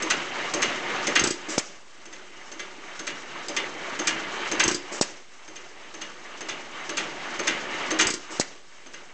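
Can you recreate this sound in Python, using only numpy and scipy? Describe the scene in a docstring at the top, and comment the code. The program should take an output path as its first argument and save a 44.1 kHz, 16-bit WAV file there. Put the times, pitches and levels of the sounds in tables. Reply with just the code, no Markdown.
"""Coasting single-cylinder engine

An old engine coasts in a shed: over a whir of gears and a breath of air, the latch ticks and the rocker
clacks on six cam turns of seven. Showers of clicks excite damped resonances of frame, base and spring.
Once in seven turns the intake valve chatters, the charge fires and the exhaust pops: a steep pressure
flip and a jet of gas. Running noise and linkage sink after each firing and swell back while coasting."""
import sys
import numpy as np
from scipy import signal
from scipy.fft import rfft, irfft, next_fast_len
from scipy.io import wavfile

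SR = 44100
rng = np.random.default_rng(int(sys.argv[2]) if len(sys.argv) > 2 else 0)


def boost(x):
    """Linear amplitude factor 10**(x/20) for a level x in decibels (scalar or array-like)."""
    u = np.asarray(x, float) / 20
    return 10 ** u


def store_pcm(level_fs):
    """Save levels as 16-bit WAV."""
    pcm = np.round(np.clip(level_fs, -1, 1) * 32767).astype(np.int16)
    wavfile.write(sys.argv[1], SR, np.atleast_2d(pcm).T)


N = 402633  # length [samples]

# latch contacts: (time [s], treble level re climb [dB], middle re treble [dB])
LATCH = [(0.0217, 14, -4), (0.5356, 15, -6), (1.069, 11, 0), (2.0537, 12, -1), (2.5153, 14, -2),
         (2.9912, 16, -0.5), (3.4828, 15.5, -6), (3.989, 11, 3.5), (4.513, 13, -1.5), (5.4769, 9, 2.5),
         (5.9395, 10, 2), (6.4064, 12.5, 1), (6.892, 14.5, -3), (7.3913, 10.5, 2), (7.906, 11, 3),
         (8.859, 10, 3)]
# firings: (exhaust opening [s], pop level [dB], burning hiss level [dB], depth factor of the whir's dip)
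FIRINGS = [(1.5804, -8, -25.5, .95), (5.0124, -6, -28.5, 0.96), (8.3986, -8, -33, 1.24)]
# modes of the iron frame and linkage: (frequency [Hz], level [dB], t60 [s])
FRAME = [(917, -5, .1), (1155, -2, .07), (1250, -2, .06), (1466, -6, .06), (1690, -5, .05), (1810, -3, .05),
         (2052, -1, .06), (2255, -2, .07), (2466, -6, .05), (2682, -5, .07), (2875, -4, .1), (3123, -5, .1),
         (3530, -8, .06), (3867, -8, .08)]
# modes of the valve spring: (frequency [Hz], level [dB], t60 [s])
SPRING = [(6228, 0, .04), (6370, 1, .05)]
# modes of the cast base: (frequency [Hz], level [dB], t60 [s])
BASE = [(320, 0, .14), (368, -3, .1), (578, -6, .08)]


def rms_one(x):
    """Normalisation: the mean power becomes 1."""
    return x / np.sqrt(np.mean(x ** 2) + 1e-20)


def band(x, low_hz, high_hz):
    """Band limiting by a Butterworth band-pass."""
    return signal.sosfilt(signal.butter(2, [low_hz, high_hz], "band", fs=SR, output="sos"), x)


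def drift(corner_hz):
    """Random modulation: white noise through two equal real poles, at a 20th of the sample rate; rms 1."""
    pole = np.exp(-40 * np.pi * corner_hz / SR)
    white = rng.standard_normal(N // 20 + 2002)
    slow = signal.lfilter([1], [1, -2 * pole, pole * pole], white)[2000:]
    return np.interp(np.arange(N) / 20, np.arange(len(slow)), rms_one(slow))


def ring(clicks, modes):
    """Modal synthesis: every click sets every damped resonance ringing."""
    out = 0
    for k, (hz, db, t60_s) in enumerate(modes):
        radius = boost(-60 / (t60_s * SR))
        w = 2 * np.pi * hz / SR
        poles = [1, -2 * radius * np.cos(w), radius * radius]
        mode = signal.lfilter([0, boost(db) * np.sin(w)], poles, clicks + 1e-18)
        out = out + (-1) ** k * mode
    return out


def grains(per_s, spread_db):
    """Shot noise: random clicks of uneven size and sign, rms 1."""
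    size_db = spread_db * np.minimum(rng.exponential(1, N), 4)
    sizes = boost(size_db) * rng.choice([-1, 1], N)
    return rms_one(sizes * (rng.random(N) < per_s / SR))


def coloured(spectrum, patchy_db):
    """Subtractive synthesis: noise shaped to a spectrum, each half octave flickering on its own; rms 1."""
    hz, db = np.transpose(spectrum)
    white = rng.standard_normal((2, N))
    edges = hz[0] * 2 ** np.arange(0, np.log2(hz[-1] / hz[0]) + .5, .5)
    out = 0
    for k, (low, high) in enumerate(zip(edges, edges[1:])):
        level_db = np.interp(np.log(low * high) / 2, np.log(hz), db)
        gain = boost(level_db + patchy_db * drift(29.4))
        out = out + gain * band(white[k % 2], low, high)  # neighbours draw on different noise
    return rms_one(out)


def marks(times, levels_db):
    """Impulses: single clicks at the given times."""
    out = np.zeros(N)
    out[np.round(np.asarray(times) * SR).astype(int)] = boost(levels_db)
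    return out


def swell(times, levels_db, rise_s, fall_s):
    """Exponential rise and decay: an envelope of height 1, placed at each time with its level."""
    t = np.arange(int(.4 * SR)) / SR
    shape = (1 - np.exp(-t / rise_s)) * np.exp(-t / fall_s)
    return signal.fftconvolve(marks(times, levels_db), shape / shape.max())[:N]


def climb(t):
    """Level in dB: a steady rise since the last firing, bending over softly at a ceiling."""
    # rises: (firing [s], level the line starts from [dB])
    sinks = [(-1.81, -47), (1.5826, -52.5), (5, -52), (8.3986, -53.5)]
    db_per_s, ceiling_db, knee_db = 8.0, -29, 2.5
    s, start_db = np.transpose(sinks)
    last = np.searchsorted(s, t) - 1
    line_db = start_db[last] + db_per_s * (t - s[last])
    return -knee_db * np.logaddexp(-line_db / knee_db, -ceiling_db / knee_db)


def running_levels(t):
    """Level modulation in dB of whir and hiss: the climb plus a level course around every firing."""
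    # courses around a firing: (time from the pop [s], whir shift [dB], hiss shift [dB])
    before_pop = [(-.46, 0.5, -1), (-.40, -1, -5.5), (-.31, 0, 0), (-.26, -11.5, 1.5), (-.17, -12.5, -4),
                  (-.12, -11.5, -9), (-.06, -7.5, -5), (-.005, -6, -4)]
    after_pop = [(.005, 16.5, 9), (.06, 7, 12.5), (.12, 3.5, 7.5), (.2, 1, 2), (.3, -2.5, 1.5),
                 (.42, -1, 1.5)]
    hiss_base_db, hiss_follows = -20.5, 0.74  # the hiss swings less than the whir
    lag, whir_shift, hiss_shift = np.transpose(before_pop + after_pop)
    whir_db, hiss_db = 0, 0
    for s, _, _, depth in FIRINGS:
        deepened = whir_shift * np.where(lag < 0, depth, 1)
        whir_db = whir_db + np.interp(t - s, lag, deepened, 0, 0)
        hiss_db = hiss_db + np.interp(t - s, lag, hiss_shift, 0, 0)
    return climb(t) + whir_db, hiss_base_db + hiss_follows * climb(t) + hiss_db


def struck(rows, colour):
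    """Impact levels riding on the climb, with base and spring shares that scatter from blow to blow."""
    s, db, middle_db = np.transpose(rows)
    scatter_db = 0.5 * rng.standard_normal((len(s), 2))
    bass_db, ring_db = (np.array(colour) + scatter_db).T - db
    return s, db + climb(s), middle_db, bass_db, ring_db


def contacts(s, db, middle_db, ring_db, crack_s, shower_s, ring_lag_s, iron_db):
    """Impact of loose parts: a shower of clicks excites frame and spring; crack_s, shower_s: rise, fall."""
    crack = band(grains(7800, 4.4) * swell(s, db - 0.5, *crack_s), 4320, 7620)
    # the heavy parts follow the first touch
    shower = grains(6000, 2.5) * swell(s + 0.0021, db + middle_db, *shower_s)
    iron = band(ring(shower, FRAME), 1600, 4200)
    middle = band(shower, 1207, 3290) + boost(iron_db) * iron
    flick = marks(s + ring_lag_s, db + ring_db - 0.5) + boost(-37.5) * crack
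    return crack + middle + ring(flick, SPRING)


def thuds(s, db, lag_s, length_s):
    """Structure-borne sound: a jolt and a burst of noise excite the modes of the cast base."""
    push = rng.standard_normal(N) * swell(s + lag_s, db, .0005, length_s)
    jolt = marks(s + lag_s, db - 8) + boost(-40) * push
    return band(ring(jolt, BASE) + boost(4) * band(push, 210, 600), 200, 870)


def shed(x):
    """Reverberation: eight feedback delays, duller on every round."""
    t60_s, wall_cut_hz = 0.49, 3240
    bass_cut_hz = 300  # thin walls let the bass out
    size = next_fast_len(N + SR)
    hz = np.arange(size // 2 + 1) * SR / size
    answer = 0
    for k, lag_s in enumerate(rng.uniform(.008, .03, 8)):
        walls = boost(-60 * lag_s / t60_s) / (1 + 1j * hz / wall_cut_hz) ** 0.56
        loop = walls * np.exp(-2j * np.pi * hz * lag_s)
        answer = answer + (-1) ** k * loop / (1 - loop)  # geometric series of rounds
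    answer = answer * hz / np.hypot(hz, bass_cut_hz)
    return irfft(rfft(x, size) * answer, size)[:N]


def whir():
    """Periodic modulation by the cam: gear teeth rattle the frame, air breathes through the open valve."""
    # whir spectrum: (frequency [Hz], spectral density [dB])
    whir_colour = [(18, -69), (30, -40), (146, -1.5), (193, -1.5), (330, 5), (475, 2.5), (563, 6), (828, 3),
                   (1240, 4.5), (2120, 4), (5000, -15.5), (6500, -43), (11000, -120)]
    # air hiss spectrum: (frequency [Hz], spectral density [dB])
    hiss_colour = [(1760, -19.5), (3000, -6.5), (4120, -8.5), (5740, 0), (6430, -18), (7990, -14.5),
                   (9000, -44), (11700, -84), (19800, -120)]
    # shifts through one cam turn: (share of turn [1], whir [dB], rumble [dB], hiss [dB], spring [dB])
    cam = [(0, 2, 5.5, -0.5, 4), (.1, -0.5, -2, -1, 2), (.22, 0, 5.5, 3, -5), (.36, 1, 2.5, 0, -5),
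           (.44, -2, -.5, .5, -1.5), (.55, -3, -0.5, -5, -9), (.68, -.5, -.5, -1, -9),
           (.8, 0.7, -1.5, -1, 0), (.87, .5, 1, -3.5, -9), (.93, -.5, -3.5, 3.5, -11),
           (1.0, -3.2, 0, -3.5, 2)]
    t = np.arange(N) / SR
    whir_db, hiss_db = running_levels(t)
    # a turn runs from each latch tick or pop to the next
    starts = np.sort([row[0] for row in LATCH + FIRINGS])
    turn = np.interp(t, np.append(starts, starts[-1] + 0.44), np.arange(len(starts) + 1)) % 1
    share, *columns = np.transpose(cam)
    cam_whir, cam_rumble, cam_hiss, cam_spring = (np.interp(turn, share, c) for c in columns)

    teeth = grains(2500, 3.6) * boost(1.1 * drift(17))
    rattle = rms_one(ring(teeth, BASE[1:] + FRAME))
    gears = rms_one(coloured(whir_colour, patchy_db=2.0) + boost(-4.5) * rattle)
    gears = signal.sosfilt(signal.butter(2, 90, "high", fs=SR, output="sos"), gears)
    rumble = signal.sosfilt(signal.butter(2, 700, fs=SR, output="sos"), gears)
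    out = boost(whir_db + cam_whir) * (gears - rumble) + boost(whir_db + cam_rumble) * rumble
    out = out + boost(hiss_db + cam_hiss) * coloured(hiss_colour, patchy_db=2.0)
    return out + boost(hiss_db + cam_spring - 8.5) * rms_one(ring(teeth, SPRING))


def burn():
    """Turbulent leakage: a dull knock in the base, and gas hisses past the rings and dies away."""
    lead_s, knock_db = .097, 2  # burning starts before the pop; knock re hiss
    s, _, hiss_db, _ = np.transpose(FIRINGS)
    s = s - lead_s
    gas = rng.standard_normal(N) * swell(s, hiss_db, 0.019, 0.037)
    hiss = band(band(gas, 4200, 7900), 5000, 8300) + boost(-8) * band(gas, 900, 3200)
    return hiss + thuds(s, hiss_db + knock_db, lag_s=-0.0012, length_s=0.045)


def intake():
    """Air-column resonance: valve snaps puff the intake air, and the first draw booms in the pipe."""
    # snaps, four to a firing, the first a rocker bounce: (time [s], treble level [dB], air puff level [dB])
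    snap_rows = [(1.193, -15.5, -17), (1.2372, -10.5, -17.5), (1.2704, -13.5, -17.5), (1.3048, -15.5, -20),
                 (4.635, -14.5, -19), (4.6775, -10, -15.5), (4.7123, -16.5, -19), (4.7439, -16, -22.5),
                 (8.0274, -23, -38), (8.0683, -12.5, -22), (8.1011, -15, -21.5), (8.136, -17, -24.5)]
    # modes of the intake air column: (frequency [Hz], level [dB], t60 [s])
    port = [(350, 0, .022)]
    # modes of the intake pipe and cylinder: (frequency [Hz], level [dB], t60 [s])
    pipe = [(135, -6, 0.13), (65, -3.5, 0.085)]
    # modes of the valve seat: (frequency [Hz], level [dB], t60 [s])
    seat_modes = [(4820, 0, .03), (5580, -6, .03), (7570, -6, .04), (7750, -4, .045), (8250, -9, .04)]
    # the first snap is the rocker's bounce ringing the spring, the others are the valve fluttering: # (middle
    # re treble [dB], spring ring re treble [dB], puff lag [s])
    first_snap, flutter = (-6.5, -.5, 0.02), (-8, -15, 0.00255)
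    gulp_lag_s, gulp_db = 0.0208, -9.5  # first draw after the first snap; re the loudest puff

    s, db, puff_db = np.transpose(snap_rows)
    firings = len(FIRINGS)
    middle_db, ring_db, lag_s = np.transpose([first_snap, flutter, flutter, flutter] * firings)
    snaps = contacts(s, db - 2, middle_db, ring_db, crack_s=(.0007, .009), shower_s=(.003, .011),
                     ring_lag_s=.002, iron_db=-42)
    seat = boost(-27.5) * ring(grains(4400, 1.8) * swell(s, db, 0.00015, 0.0014), seat_modes)
    puffs = band(ring(marks(s + lag_s, puff_db), port), 140, 640) * boost(2.5)
    first_times = s.reshape(firings, -1)[:, 0]
    loudest_db = puff_db.reshape(firings, -1).max(axis=1)
    gulps = ring(marks(first_times + gulp_lag_s, loudest_db + gulp_db), pipe)
    return snaps + seat + puffs + band(gulps, 40, 200)


def linkage():
    """Repeated impact: latch ticks and rocker clacks, each clack settling in two small bounces."""
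    # rocker contacts: (time [s], treble level re climb [dB], middle re treble [dB])
    rocker = [(0.099, 17.7, 5), (0.6187, 14.2, 4.5), (1.1522, 12.2, 10.5), (2.1235, 8.4, 8.5),
              (2.591, 11.8, 7.5), (3.067, 15.4, 4.5), (3.562, 17.3, 5.5), (4.069, 19.9, 1),
              (4.5945, 16.4, 6), (5.5541, 10.5, 4.5), (6.011, 13, 5.5), (6.4842, 13.2, 7), (6.969, 16.3, 6),
              (7.4699, 16.1, 6), (7.9877, 13.9, 8), (8.0072, 17.7, -3), (8.934, 12, 5)]
    # the rocker settles: (time after the clack [s], level re clack [dB])
    bounces = [(0.037, -7.5), (0.101, -19)]
    # shares every contact shakes: (cast base re climb [dB], spring ring re climb [dB])
    latch_colour, rocker_colour = (10.4, 7), (5, 10.5)

    s, db, middle_db, bass_db, ring_db = struck(LATCH, latch_colour)
    out = contacts(s, db, middle_db, ring_db, crack_s=(.0007, .007), shower_s=(.0015, .009),
                   ring_lag_s=0.0079, iron_db=-51.5)
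    out = out + thuds(s, db + bass_db, lag_s=0.00902, length_s=0.039)

    s, db, middle_db, bass_db, ring_db = struck(rocker, rocker_colour)
    out = out + contacts(s, db, middle_db, ring_db, crack_s=(.002, .009), shower_s=(.008, .011),
                         ring_lag_s=0.0093, iron_db=-40.5)
    settle = sum(swell(s + lag_s, db + middle_db + less_db, 0.00088, 0.0069) for lag_s, less_db in bounces)
    out = out + band(grains(3000, 2.8) * settle, 900, 3300)
    return out + thuds(s, db + bass_db, lag_s=0.0052, length_s=0.023)


def exhaust():
    """Blow-down: pressure climbs, flips steeply to suction and settles; a jet of burnt gas shuts off."""
    jet_db = -4  # re pop
    s, db, *_ = np.transpose(FIRINGS)
    t = np.arange(-200, 400) / SR
    wave = -np.exp(-np.abs(t) / .00048) * np.tanh(t / .00035)
    wave = wave * np.where(t < 0, 1.5, 1)  # the pressure side is the stronger
    pop = signal.fftconvolve(marks(s, db + 3.5), wave)[200:N + 200]
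    pop = signal.sosfilt(signal.butter(2, 140, "high", fs=SR, output="sos"), pop)
    pop = pop + boost(-20.0) * np.roll(pop, round(0.00345 * SR))  # bounce off the floor

    t = np.arange(int(.06 * SR)) / SR
    shut = 1 / (1 + np.exp((t - .021) / .002))
    flow = np.tanh(t / 0.00075) * np.exp(-t / 0.017) * shut
    gas = rng.standard_normal(N) * signal.fftconvolve(marks(s - .002, db + jet_db), flow)[:N]
    rattle = grains(2200, 2.8) * swell(s + .009, db - 11, 0.0058, 0.0067)
    return pop, band(gas, 4120, 8300) + band(rattle, 1330, 2560)


def scene():
    """Superposition: direct sound of all sources, with the shed's answer to the blows and the exhaust."""
    pop, jet = exhaust()
    blows = linkage() + intake() + burn()
    reverberation = shed(blows + boost(-12.0) * pop + boost(-4.5) * jet)
    return (blows + pop + jet + boost(-14.5) * reverberation + whir())[None]


def low_pass(x):
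    """Removes everything above the highest recorded frequency."""
    return signal.sosfilt(signal.butter(12, 9610, fs=SR, output="sos"), x)


def record(dry):
    """Microphone chain: additive faint self-noise, a steep low-pass and a slight constant offset."""
    noise_db, low_noise_db, cutoff_hz, offset = -55.5, -75, 8203, 0.0054
    white = rng.standard_normal((2, N))
    low_noise = rms_one(band(white[1], 12, 90))
    x = dry + boost(noise_db) * white[0] + boost(low_noise_db) * low_noise
    x = signal.sosfilt(signal.butter(28, cutoff_hz, fs=SR, output="sos"), x) + offset
    return low_pass(x)


dry = scene()
out = record(dry)
store_pcm(out)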